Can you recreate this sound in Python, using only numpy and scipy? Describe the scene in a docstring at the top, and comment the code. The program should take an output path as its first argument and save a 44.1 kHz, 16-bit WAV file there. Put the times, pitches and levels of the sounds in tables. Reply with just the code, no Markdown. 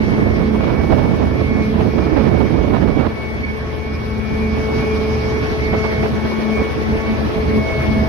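"""A diesel drones on the deck of a dredger: sines at multiples of its cycle. Sines also make the song
of a nine-piston hydraulic pump and its gears, and thin whistles. Wind, lumpy noise, buffets the right port
of a phone, hard for three seconds; after that the right side's bass keeps dropping out. Behind it all,
banded noise is the roar of engine, fans and water streaming off the bucket."""
import sys
import numpy as np
from scipy import signal
from scipy.fft import rfft, irfft, next_fast_len
from scipy.io import wavfile
from scipy.ndimage import uniform_filter1d

SR = 44100
rng = np.random.default_rng(int(sys.argv[2]) if len(sys.argv) > 2 else 0)


def to_wav(sig):
    """Store sig (one row per channel, or 1-D mono) as 16-bit WAV at the path in sys.argv[1].

    Samples outside -1..1 are clipped; the rate is SR.
    """
    pcm = np.clip(np.atleast_2d(sig), -1, 1) * 32767
    pcm = np.round(pcm).astype(np.int16)
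    wavfile.write(sys.argv[1], SR, pcm.T)  # frames by channels


N = 356548

# brighter hiss around 5.4 kHz while water pours, and two rough whistles before their flutter:
# time_s, added_db, rough_1_db, rough_2_db
BRIGHTNESS = [(0, 0, -62, -62), (2.9, 0, -60, -66), (3.1, -2, -66, -66), (4, 0, -56, -66),
              (4.4, 0, -60, -62), (5, 2.5, -50, -62), (5.35, 3, -54, -51), (5.9, 2.5, -55, -55),
              (6.2, 0, -58, -59), (6.6, -1, -64, -60), (8.08, -1, -62, -64)]


def undb(db):
    """Amplitude factor of a level in dB."""
    return 10 ** (np.asarray(db) / 20)


def curves(table):
    """Each column of a table, joined by straight lines over time."""
    time_s, *columns = np.transpose(table)
    return [np.interp(np.arange(N) / SR, time_s, column) for column in columns]


def bumps(events, edge_s):
    """Sum of flat-topped bumps (start s, length s, height) with sloped edges."""
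    s = np.arange(N) / SR
    total = 0
    for start, length, height in events:
        inside_s = np.minimum(s - start, start + length - s)
        total = total + height * np.clip(inside_s / edge_s + .5, 0, 1)
    return total


def walk(rate_hz):
    """Random levels, each held for 1 / rate_hz and slewed twice; spread near 1."""
    hold = int(SR / rate_hz)
    steps = np.repeat(rng.standard_normal(N // hold + 1), hold)
    return 2.45 * uniform_filter1d(uniform_filter1d(steps, hold), hold)[:N]


def bands(spectrum, noise, count):
    """Noise of a given colour in overlapping bands, count an octave: yields (centre Hz, sound)."""
    size = next_fast_len(N)
    octave = np.log2(np.arange(1, size // 2 + 2) * SR / size)
    hz, db = np.transpose(spectrum)
    colour = undb(np.interp(octave, np.log2(hz), db)) * np.sqrt(SR / 2)
    coloured = rfft(noise, size) * colour
    for centre in np.arange(4, 14.5, 1 / count):
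        share = np.clip(1 - count * abs(octave - centre), 0, 1)
        yield 2 ** centre, irfft(coloured * share, size)[..., :N]


def tone(turns, waver_db, rate_hz, lag_rad, stray_rad):
    """A sine at both ports: paths over steel and water interfere, so level and phase waver; the left lags."""
    stray = stray_rad * np.array([walk(rate_hz / 2), walk(rate_hz / 2)])
    phase = 2 * np.pi * (turns + rng.random()) + stray
    # each port fades by itself, and partly with the other
    fade_db = -waver_db * abs(np.array([walk(rate_hz), walk(rate_hz)]) + 0.66 * walk(rate_hz))
    return np.sqrt(2) * undb(fade_db) * np.sin(phase - lag_rad * np.array([[1], [0]]))


def diesel(rumble_db):
    """Low orders of the firing cycle, uneven cylinders."""
    # multiples of the diesel's cycle, before their waver: multiple, level_db (against the rumble)
    orders = [(3, -17.5), (4, -10.5), (5, -3), (7, -15.5), (8, -9.5), (9, -12.5), (13, -22)]
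    cycle_hz = 15.0
    turns = cycle_hz * np.arange(N) / SR
    drone = sum(undb(db) * tone(k * turns, 0.6, 9., 0.14, 0.077) for k, db in orders)
    return undb(rumble_db) * drone


def pump(rush_db):
    """Nine pressure beats a turn, and the gears on the same shaft."""
    # shaft speed, hunting under load: time_s, speed_hz
    shaft = [(0.0, 23.94), (0.36, 23.92), (0.81, 24.39), (1.55, 24.01), (1.96, 24.15), (2.71, 24.12),
             (2.99, 24.47), (3.13, 24.29), (3.64, 24.1), (4.19, 24.22), (5.78, 24.02), (7.06, 24.28),
             (7.79, 23.92), (8.08, 23.99)]
    # first three piston tones swell and fade; before waver, a 4 dB lift and a right side 1.5 dB down:
    # time_s, tone_1_db, tone_2_db, tone_3_db
    piston = [(0.0, -19, -18.5, -37), (0.04, -20.5, -30.5, -42), (0.58, -23, -28.5, -43),
              (0.65, -42, -41, -44), (0.92, -29, -40.5, -39), (1.42, -36, -27.5, -44),
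              (1.53, -20.5, -31, -47), (1.6, -18, -37, -39), (1.64, -21, -27.5, -47),
              (1.85, -27, -29.5, -42), (2.54, -38, -31.5, -46), (2.65, -32, -38, -43), (2.7, -24, -27, -39),
              (2.74, -39, -44, -35), (2.83, -28, -36, -42), (2.97, -32, -43, -47), (3.04, -39, -38, -39),
              (3.11, -29, -45, -43), (3.49, -27, -35, -52), (3.62, -37.5, -32.5, -48),
              (4.28, -23, -34, -52), (4.34, -21, -25.5, -46), (4.86, -27.5, -23, -36.5),
              (4.93, -22, -22, -45), (5.62, -48, -26, -42), (5.74, -23, -24, -34.5),
              (6.03, -21.5, -24.5, -32.5), (6.37, -20, -40.5, -43), (6.55, -18, -24, -38),
              (6.73, -34, -26, -51), (6.91, -20.5, -29, -54), (6.95, -22, -21, -33), (7.0, -32, -28, -41),
              (7.09, -15.5, -26, -37), (7.18, -24, -38, -34), (7.25, -16.5, -29, -35),
              (7.29, -35, -38, -49), (7.36, -33, -20.5, -34), (7.43, -23, -25, -43), (7.47, -35, -24, -49),
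              (7.58, -13.5, -22.5, -33), (7.67, -36, -35, -30), (7.76, -30, -23, -31),
              (7.9, -20, -52, -32.5), (7.99, -16.5, -51, -29), (8.08, -29, -30, -29.5)]
    # other multiples of the shaft, before waver: multiple, level_db (against the rush)
    orders = [(8, -6), (10, 7.5), (16, -2), (17, 2), (36, -1), (45, -3.5), (54, -6.5), (63, -10),
              (72, -5.5), (81, -11)]
    # mesh of a 46-tooth gear, before waver: multiple (of the shaft), level_db (against the rush)
    gear_mesh = [(46, 2), (138, -10.5)]
    # second mesh harmonic before skips and waver; its paths shift, so each port hears it differently:
    # time_s, left_db, right_db, left_lag_rad
    whine_path = [(0.0, -34, -31, -2.8), (0.2, -30, -30, -3.1), (0.37, -30, -30, -3.1),
                  (0.43, -42, -26, -2.1), (0.53, -40, -35, -4.2), (0.63, -29, -40, -9.3),
                  (0.68, -33, -35, -7.5), (0.79, -39, -31, -5.9), (0.97, -37, -36, -6.4),
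                  (1.07, -30, -42, -4.5), (1.2, -40, -39, -0.1), (1.44, -33, -29, -3.6),
                  (1.58, -33, -27, -4.3), (1.65, -31, -29, -4.5), (1.73, -38, -40, -3.5),
                  (1.87, -42, -39, -0.4), (2.36, -42, -31, -1.4), (2.7, -40, -36, -0.8),
                  (2.83, -34, -42, -2.5), (2.91, -41, -33, 2.2), (3.0, -42, -29, 5.5),
                  (3.07, -37, -38, 3.1), (3.14, -34, -38, -2.8), (3.25, -29, -33, 1.1),
                  (3.51, -39, -32, 4.7), (3.64, -36, -36, 3.5), (3.76, -42, -42, 7.0),
                  (3.84, -37, -33, 5.0), (4.19, -37, -40, 5.9), (4.45, -32, -31, 4.6),
                  (4.51, -41, -30, 4.9), (4.75, -31, -32, 6.1), (4.9, -32, -29, 5.2), (5.04, -39, -32, 5.8),
                  (5.43, -34, -30, 3.9), (5.5, -30, -30, 3.2), (5.56, -33, -32, 2.9), (5.63, -29, -26, 2.4),
                  (5.78, -29, -24, 2.5), (5.85, -29, -24, 2.7), (6.04, -33, -28, 2.2), (6.1, -38, -39, 3.1),
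                  (6.18, -42, -37, 6.1), (6.29, -31, -34, 5.2), (6.48, -34, -35, 5.9),
                  (6.57, -28, -28, 6.4), (6.72, -32, -36, 6.0), (6.8, -34, -38, 3.4), (7.09, -33, -30, 1.8),
                  (7.3, -41, -42, 4.1), (7.63, -26, -29, 5.7), (7.69, -27, -24, 6.6), (7.87, -27, -31, 8.0),
                  (7.94, -28, -29, 7.2), (8.08, -36, -34, 4.0)]
    # the whine skips or chirps briefly at both ports: start_s, length_s, added_db
    skips = [(0.52, 0.035, -3), (3.04, .05, -11), (3.435, 0.018, 11.5), (3.485, 0.029, 7),
             (3.655, .04, -13), (5.155, .025, -6), (6.08, 0.052, -6), (6.74, .04, -6), (7.07, 0.046, 2),
             (7.195, .03, -7), (7.26, 0.079, -8)]
    skip_edge_s, overtone_db = 0.0059, -20  # overtone before waver, against the whine

    turns = np.cumsum(curves(shaft)[0]) / SR
    port_db = np.array([[0], [-1.5]]) + 4.0
    beats = 0
    for k, db in enumerate(curves(piston), 1):
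        beats = beats + undb(db + port_db) * tone(9 * k * turns, 2.05, 20., 0.45, 0.27)
    upper = sum(undb(db) * tone(k * turns, 2.1, 20., 0.11, 0.76) for k, db in orders)
    mesh = sum(undb(db) * tone(k * turns, 4.3, 30., 2.35, k / 70) for k, db in gear_mesh)

    *port_dbs, whine_lag = curves(whine_path)
    whine_dbs = np.array(port_dbs) + bumps(skips, skip_edge_s)
    whine = undb(whine_dbs) * tone(92 * turns, 1.1, 25., whine_lag, 0.05)
    octave_db = np.mean(whine_dbs, axis=0) + overtone_db
    octave_tone = undb(octave_db) * tone(184 * turns, 5., 30., 2.35, 2.2)
    return beats + undb(rush_db) * (upper + mesh) + whine + octave_tone


def wind():
    """Eddies burst against the right port in quick lumps; strong puffs reach higher."""
    # wind blows hard, then drops; before puffs and lumps: time_s, level_db
    blow = [(0, -11.5), (.55, -14.5), (.9, -10), (1.15, -11), (1.4, -14), (1.75, -15.5), (2.2, -9.5),
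            (2.6, -11.5), (2.93, -13), (3.06, -11), (3.09, -20), (4.1, -27.5), (4.7, -21.5), (8.08, -17.5)]
    # colour at the port before the upper eddies are weighted: pitch_hz, density_db (per Hz)
    gust = [(25, -56), (40, -29), (70, -23.5), (160, -27.5), (260, -23.5), (500, -27), (1000, -32),
            (2000, -43), (4000, -55), (8000, -79.5)]
    # sharp puffs: start_s, added_db (upper eddies, before their reach), length_s
    puffs = [(0.27, 2, 0.037), (0.402, 2.5, 0.018), (0.497, -1, 0.02), (0.606, 5.5, 0.043),
             (0.67, 6, 0.039), (0.801, 3.5, 0.018), (0.92, 4, 0.11), (1.126, 0, 0.074), (1.79, 3, 0.033),
             (1.982, 4, 0.032), (2.116, 2, 0.061), (2.16, 6, .055), (2.237, 5.5, 0.055),
             (2.398, 3.5, 0.032), (2.735, 7.5, 0.037), (2.806, 6, 0.038), (2.875, 4.5, 0.022),
             (2.974, 5, 0.045), (3.02, 5.5, 0.029), (3.051, 5, 0.02), (5.726, 11, .03), (5.839, 13, 0.032),
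             (6.028, 10.5, 0.041), (6.253, 7, 0.035), (6.57, 8.5, 0.057), (7.074, 6, 0.035),
             (7.332, 2, 0.029)]
    puff_rise_s = 0.003
    upper_eddies_db = -14.5  # against the level, before their reach
    puff_bass = 0.23  # share of a puff's dB that lifts the whole wind, bass included

    puff_db = bumps([(start, length, db) for start, db, length in puffs], puff_rise_s)
    upper_db = upper_eddies_db + puff_db + 0.5 * walk(16.0) + 2.0 * np.tanh(walk(60.))
    lumps = undb(2.87 * np.tanh(walk(90.) / 0.64) + 0.15 * walk(30.))
    gusts = 0
    for hz, band in bands(gust, rng.standard_normal(N) * lumps, count=2):
        reach = np.clip(np.log2(hz / 250) / 2.1, 0, 1.1)
        gusts = gusts + undb(reach * upper_db) * band
    return undb(curves(blow)[0] + puff_bass * puff_db) * gusts


def whistles():
    """Thin tones of other machines, broken by quick flutter."""
    # whistle of fixed pitch, before flutter: pitch_hz, level_db (against its level curve)
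    thin = [(2402, 9)]
    # that whistle comes and goes: time_s, level_db
    thin_level = [(0.0, -67), (0.72, -45.5), (1.06, -66), (1.15, -53), (1.78, -48), (1.86, -53), (2.0, -42),
                  (2.11, -47), (3.4, -56), (3.49, -49), (3.56, -57), (3.96, -45), (4.03, -65), (4.16, -48),
                  (4.5, -43), (4.63, -54), (4.86, -39), (5.31, -48), (6.17, -54), (6.53, -42),
                  (6.57, -37.5), (6.8, -57), (7.9, -49), (8.08, -59)]
    # the two rough whistles: pitch_hz
    rough_pitches = [5055, 5665]
    s = np.arange(N) / SR
    rough = 0
    for hz, db in zip(rough_pitches, curves(BRIGHTNESS)[1:]):
        rough = rough + undb(db) * tone(hz * s, 2.5, 40., 1.5, 1.2)
    clear = sum(undb(db) * tone(hz * s, 5.4, 25., 0.39, 0.37) for hz, db in thin)
    return rough + undb(curves(thin_level)[0]) * clear


def roar(rumble_db, rush_db):
    """Broad noise: lows follow the rumble, highs the rush of water; part of it is shared by the ports."""
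    # engine, fans and water, before swell and flicker: pitch_hz, density_db (per Hz)
    colour = [(25, -65), (40, -55.5), (70, -46.5), (150, -49.5), (250, -54.5), (500, -59), (1000, -66),
              (2000, -67.5), (3500, -77), (5500, -79.5), (6500, -89), (7500, -103.5), (9000, -93.5),
              (13000, -95)]
    # engine side reaches the right port first, water side the left; cut to whole samples
    engine_lag, water_lead = int(0.000079 * SR), int(0.00027 * SR)
    engine, water, left, right = rng.standard_normal((4, N))
    engine_pair = [np.roll(engine, engine_lag), engine]
    water_pair = [np.roll(water, -water_lead), water]
    noises = np.array([*engine_pair, *water_pair, left, right])

    swell, bright_db = walk(37.0), curves(BRIGHTNESS)[0]
    low_db, high_db = rumble_db - rumble_db.mean(), rush_db - rush_db.mean()
    total = 0
    for hz, band in bands(colour, noises, count=3):
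        alike = np.clip(.8 - 0.12 * np.log2(hz / 60), 0, 1)
        wet = np.clip(np.log2(hz / 900) / 0.58, 0, 1)
        mix = np.clip(np.log2(hz / 150) / 0.96, 0, 1)
        # all bands swell a little together and flicker alone
        flicker_db = .9 * walk(45.) + .5 * mix * walk(24.)
        db = (1 - mix) * low_db + mix * high_db + .35 * swell + flicker_db
        db = db + bright_db * np.exp(-(np.log2(hz / 5400) / .35) ** 2)
        shared = np.sqrt(1 - wet) * band[:2] + np.sqrt(wet) * band[2:4]
        total = total + undb(db) * (np.sqrt(alike) * shared + np.sqrt(1 - alike) * band[4:])
    return total


def scene():
    """The deck at both ports, with wind at the right one alone."""
    # rumble and rush grow as the bucket clears the water: time_s, rumble_db, rush_db
    deck_level = [(0, -25.5, -38.5), (.9, -20.5, -39.5), (2, -23, -39.5), (3.1, -25, -41),
                  (4.2, -21.5, -40.5), (4.8, -22, -36), (5.3, -21.5, -37), (6.1, -20, -36.5),
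                  (6.4, -25, -36), (6.8, -20.5, -37), (8.08, -18.5, -36)]
    rumble_db, rush_db = curves(deck_level)
    deck = diesel(rumble_db) + pump(rush_db) + whistles() + roar(rumble_db, rush_db)
    return deck + np.array([[0], [1]]) * wind()


def record(dry):
    """The right side loses its bass in bursts; peaks are rounded, the start fades in and the top is cut."""
    # bass drops on the right, on top of its level between drops: start_s, length_s, depth_db
    drops = [(3.1, 0.25, -16), (3.52, 0.075, -11), (3.71, 0.15, -13), (4.2, 0.067, -16), (5.46, 0.044, -20),
             (5.53, 0.076, -13), (5.79, 0.15, -8), (6.03, 0.079, -16), (6.16, 0.068, -13),
             (6.27, 0.11, -20), (6.4, 0.18, -10), (6.63, 0.13, -22), (6.78, 0.098, -21), (7.0, 0.072, -23),
             (7.15, 0.085, -12), (7.28, 0.078, -20), (7.65, 0.095, -13), (7.82, 0.06, -17)]
    drop_edge_s, top_hz = 0.011, 13000
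    between_db, shimmer_db = -2, 1  # bass level and unrest from the first drop on
    size = next_fast_len(N)
    hz = np.arange(size // 2 + 1) * SR / size
    bass = irfft(rfft(dry[1], size) / (1 + (hz / 300) ** 12), size)[:N]
    s = np.arange(N) / SR
    late = s > drops[0][0]
    bass_db = bumps(drops, drop_edge_s) + late * (between_db + shimmer_db * walk(25.))
    right = dry[1] - (1 - undb(bass_db)) * bass
    rounded = np.tanh(1.05 * np.array([dry[0], right])) / 1.05
    faded = rounded * np.clip(s / .004, 0, 1)
    top_cut = signal.ellip(10, .2, 80, top_hz, fs=SR, output="sos")
    return signal.sosfilt(top_cut, faded)


dry = scene()
out = record(dry)
to_wav(out)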